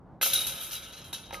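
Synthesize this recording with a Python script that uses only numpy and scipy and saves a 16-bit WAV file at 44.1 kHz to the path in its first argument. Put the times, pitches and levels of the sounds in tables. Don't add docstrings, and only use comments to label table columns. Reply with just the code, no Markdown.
import sys
import numpy as np
from scipy import signal
from scipy.fft import rfft, irfft, next_fast_len
from scipy.io import wavfile
from scipy.ndimage import map_coordinates

SR = 44100
rng = np.random.default_rng(int(sys.argv[2]) if len(sys.argv) > 2 else 0)


def generate_wav(signal):
    frames = np.transpose(np.atleast_2d(signal))
    scaled = np.clip(frames, -1, 1) * 32767
    pcm = np.round(scaled).astype(np.int16)
    wavfile.write(sys.argv[1], SR, pcm)


N = 61739
LOWEST_HZ, TREBLE_HZ, TOP_HZ = 447.6, 7030, 15850


def amp(db):
    return 10 ** (np.asarray(db) / 20)


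def unit(x):
    return x / np.sqrt(np.mean(x ** 2) + 1e-20)


def along(points, hz):
    point_hz, values = np.transpose(points)
    return np.interp(np.log(hz + 1), np.log(point_hz + 1), values)


def filtered(x, response):
    size = next_fast_len(N + SR // 2)
    return irfft(rfft(x, size) * response(np.fft.rfftfreq(size, 1 / SR)), size)[..., :N]


def coloured(x, colour):
    return filtered(x, lambda hz: amp(along(colour, hz)))


def noise(colour):
    return unit(coloured(rng.standard_normal(N), colour))


def fade(t, ring_s):
    return (t >= 0) * np.exp(-np.log(1000) * np.maximum(t, 0) / ring_s)


def since(start):
    return np.arange(N) / SR - start


def wobble(per_s):
    return map_coordinates(rng.standard_normal(512), [np.arange(N) * per_s / SR], mode='wrap')


def ring(tones, start, high_db=0, high_hz=TREBLE_HZ, scatter_db=1, sustain=1, beat_hz=0):
    t, out = since(start), np.zeros(N)
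    for hz, db, ring_s in tones:
        wavering_hz = hz + 9.1 * wobble(per_s=60)
        phase = 2 * np.pi * np.cumsum((t >= 0) * wavering_hz) / SR
        twin = amp(-1.5) * (beat_hz > 0 and hz < high_hz) * np.sin(phase + 2 * np.pi * beat_hz * t)
        gain = amp(db + scatter_db * rng.standard_normal() + high_db * (hz > high_hz))
        out += gain * fade(t, ring_s * sustain) * (np.sin(phase) + twin)
    return out


def air():
    # frequency in Hz, level in dB.
    colour = [(20, -21), (48, -2.5), (160, -2), (230, -6.5), (420, -11.5), (850, -14), (1200, -20),
              (2500, -45), (12000, -65.5)]
    level = amp(-52.5 + 1.5 * wobble(per_s=13.93))
    middle, side = noise(colour), amp(-14.5) * noise(colour)
    return level * (middle + np.array([side, -side]))


def links(motion, peak_hits_per_s, low_hz, high_hz, count=20, tones=5):
    out, t = np.zeros(N), np.arange(SR // 3) / SR
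    chance = peak_hits_per_s / count / SR * (motion / motion.max() + 1e-9) ** .45
    band = signal.butter(3, [low_hz, high_hz], 'band', fs=SR, output='sos')
    for link in range(count):
        slots = np.arange(tones) + (link + rng.random(tones)) / count
        hz = low_hz + (high_hz - low_hz) * slots / tones
        waves = np.sin(2 * np.pi * (hz[:, None] * t + rng.random((tones, 1))))
        ringing = waves.sum(0) * fade(t, ring_s=.13)
        tick = signal.sosfilt(band, rng.standard_normal(len(t)) * fade(t, ring_s=.0047))
        voice = unit(ringing) + amp(-4) * unit(tick)
        force = unit(amp(5.5 * np.clip(rng.standard_normal(N), -2, 2)))
        hits = (rng.random(N) < chance) * force / np.sqrt(chance)
        out += signal.fftconvolve(hits * motion, voice / np.linalg.norm(voice))[:N]
    return out / np.sqrt(count)


def chains():
    # start in seconds, level in dB, rise time in seconds,
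    # seconds to fade by 60 dB, extra treble in dB.
    surges = [(0.212, -30, 0.002, 0.51, 0), (0.221, -30, 0.0066, 0.11, 8.5), (0.242, -29, 0.017, 0.36, 1),
              (0.331, -31.5, 0.0025, 0.36, -2), (0.334, -28, 0.0024, 0.041, 7),
              (0.391, -41, 0.015, 0.46, 7.5), (.465, -28.5, 0.0014, 0.04, 5), (0.47, -39, 0.016, 0.62, 2),
              (0.603, -39.5, 0.0059, 0.51, 3), (.707, -42, 0.0043, 0.22, 4.5),
              (.724, -39.5, 0.0055, 0.28, 3), (.81, -50, 0.017, 0.52, 1.5),
              (0.922, -46.5, 0.00504, 0.18, -0.5), (.96, -50.5, 0.015, 0.53, -1.5),
              (1.033, -52, 0.01, 0.43, 1), (1.128, -31, 0.00056, 0.0385, 0),
              (1.135, -39.5, 0.0033, 0.23, -3), (1.195, -52, 0.0055, 0.5, -6.5),
              (1.322, -43, 0.0087, 0.17, 0.5)]
    # frequency in Hz, boost or cut in dB.
    colour = [(200, -66), (550, -12.5), (850, -20), (1100, -12.5), (1500, 0), (1900, -11), (2400, -2.5),
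              (3000, 4.5), (3400, 5), (3600, -1), (3900, 8), (4400, -2.5), (5600, -1.5), (8000, -1),
              (9800, 2.5), (13000, 5.5), (14600, 6), (15700, -34)]
    body_energy, treble_energy = np.zeros(N), np.zeros(N)
    for start, db, rise_s, fade_s, treble_db in surges:
        t = since(start)
        surge = amp(db) * np.clip(t / rise_s, 0, 1) * fade(np.maximum(t - rise_s, 0), fade_s)
        body_energy += surge ** 2
        treble_energy += (surge * amp(treble_db)) ** 2
    body = links(np.sqrt(body_energy), 1600, LOWEST_HZ, TREBLE_HZ)
    light_touches = links(np.sqrt(treble_energy), 4500, TREBLE_HZ, TOP_HZ)
    jangle = body + light_touches
    top = filtered(jangle, lambda hz: 1 / (1 + (11300 / (hz + 1)) ** 20))
    top_kept = (treble_energy / treble_energy.max()) ** .2
    return coloured(jangle + top * (top_kept - 1), colour)


def clangs():
    # start in seconds, level in dB, extra treble in dB,
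    # how many times longer the steel rings, pulsing rate in Hz.
    blows = [(0.213, -40, 3, 0.51, 107), (.333, -22, 4.5, 0.59, 43), (.358, -25, 3, 1.57, 32.6),
             (.375, -21.5, -6, 0.2, 20), (.58, -45.5, -11, 1.9, 32.6), (1.131, -35, -1.5, 1.18, 8.3)]
    # pitch in Hz, level in dB, ring time in seconds.
    steel_tones = [(2813, -28, .45), (3800, -1, .3), (3858, -14, .35), (3918, -15, .16), (4060, -8, .07),
                   (5683, -19, .2), (10441, -8, .25), (10715, -10, .22), (10910, -12, .15)]
    out = np.zeros(N)
    for start, db, high_db, sustain, beat_hz in blows:
        rise = np.clip(since(start) / .0015, 0, 1)
        out += amp(db) * rise * ring(steel_tones, start, high_db, sustain=sustain, beat_hz=beat_hz)
    return out


def disc():
    # start in seconds, level in dB, boost of the higher tones in dB.
    knocks = [(0.2137, -28, 11), (.228, -29, -22), (0.262, -28.5, 1), (.271, -31.5, -6), (.304, -36, -2),
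              (0.378, -43.5, 4), (1.13, -41, 5), (1.3087, -31.5, -8), (1.329, -32.5, -6), (1.344, -33, -1),
              (1.35, -39.5, -10)]
    # pitch in Hz, level in dB, ring time in seconds.
    plastic_tones = [(556.7, -16.5, 0.11), (704, -17, 0.04), (805, -16, 0.055), (930, -7.5, 0.039),
                     (1302, -6, 0.045), (1610, -12, 0.035), (2094, -8, 0.023), (2490, -5, 0.01)]
    # frequency in Hz, level in dB.
    crack_colour = [(300, -12), (900, 2), (2600, 3), (5000, -20)]
    out = np.zeros(N)
    for start, db, rim_db in knocks:
        ringing = ring(plastic_tones, start, rim_db, high_hz=1800, scatter_db=5.5)
        crack = amp(-9) * fade(since(start), ring_s=.025) * noise(crack_colour)
        out += amp(db) * (ringing + crack)
    bass_cut = signal.butter(2, LOWEST_HZ, 'high', fs=SR, output='sos')
    return signal.sosfilt(bass_cut, out)


def clinks(ring_s=.2):
    # start in seconds, pitch in Hz, level in dB.
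    single_links = [(0.306, 3045, -39), (0.612, 3200, -42), (0.732, 2853, -38.5), (.752, 3878, -37.5),
                    (0.967, 4080, -47), (1.05, 3165, -49)]
    return sum(ring([(hz, db, ring_s)], start) for start, hz, db in single_links)


def tray():
    # start in seconds, level in dB.
    landings = [(1.326, -49), (1.345, -42)]
    # pitch in Hz, level in dB, ring time in seconds.
    wire_tones = [(535, -7, .4), (1241, 0, .45), (1610, -10, .3), (2800, -11, .25)]
    return sum(amp(db) * ring(wire_tones, start) for start, db in landings)


def echo_and_frame(sound):
    # frequency in Hz, seconds to fade by 60 dB.
    fade_times = [(200, 0.45), (1400, 4.06), (3500, 1.63), (8000, 0.61), (15000, 0.55)]
    # frequency in Hz, level in dB.
    colour = [(200, 4), (1400, -6), (3500, -8.5), (8000, -18.5), (15000, -9.5)]
    hz, t, bands = signal.stft(rng.standard_normal((2, SR)), SR, nperseg=256)
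    bands = bands * fade(t, along(fade_times, hz)[:, None])
    bands /= np.sqrt(np.mean(abs(bands) ** 2, axis=-1, keepdims=True))
    tail = signal.istft(bands, SR, nperseg=256)[1]
    middle, side = signal.fftconvolve(sound[None], tail / np.linalg.norm(tail[0]), axes=1)[:, :N]
    return coloured(middle + amp(-12) * np.array([side, -side]), colour)


def place_right(pair):
    # frequency in Hz, left level minus right level in dB.
    balance = [(300, 1), (850, -4), (1500, -3.5), (2100, 0), (3900, -.5), (4700, 3), (5700, 8), (6600, 6),
               (7600, 0)]
    # frequency in Hz, how far the left wave leads in radians.
    lead = [(250, 0), (550, -.5), (1550, -1.3), (1900, -.25), (3300, 0), (4050, -.5), (4700, 0), (5900, -1),
            (7500, -3), (8800, -3.2), (11400, -6.2), (12600, -6.3), (15000, -9.3)]
    sides = np.array([[1], [-1]])

    def response(hz):
        return amp(sides * along(balance, hz) / 2) * np.exp(.5j * sides * along(lead, hz))
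    return filtered(pair, response)


def scene():
    # frequency in Hz, level in dB.
    spread_colour = [(300, -16), (1400, -12), (3000, -18), (4000, -12), (5200, -5), (6500, -3), (7800, -18),
                     (10000, -11), (12000, -18), (14000, -11)]
    hit = chains() + clangs() + disc() + clinks() + tray()
    spread = coloured(chains(), spread_colour)
    return air() + place_right(hit + np.array([spread, -spread]) + echo_and_frame(hit))


def record(dry):
    return filtered(dry, lambda hz: hz < TOP_HZ)


dry = scene()
out = record(dry)
generate_wav(out)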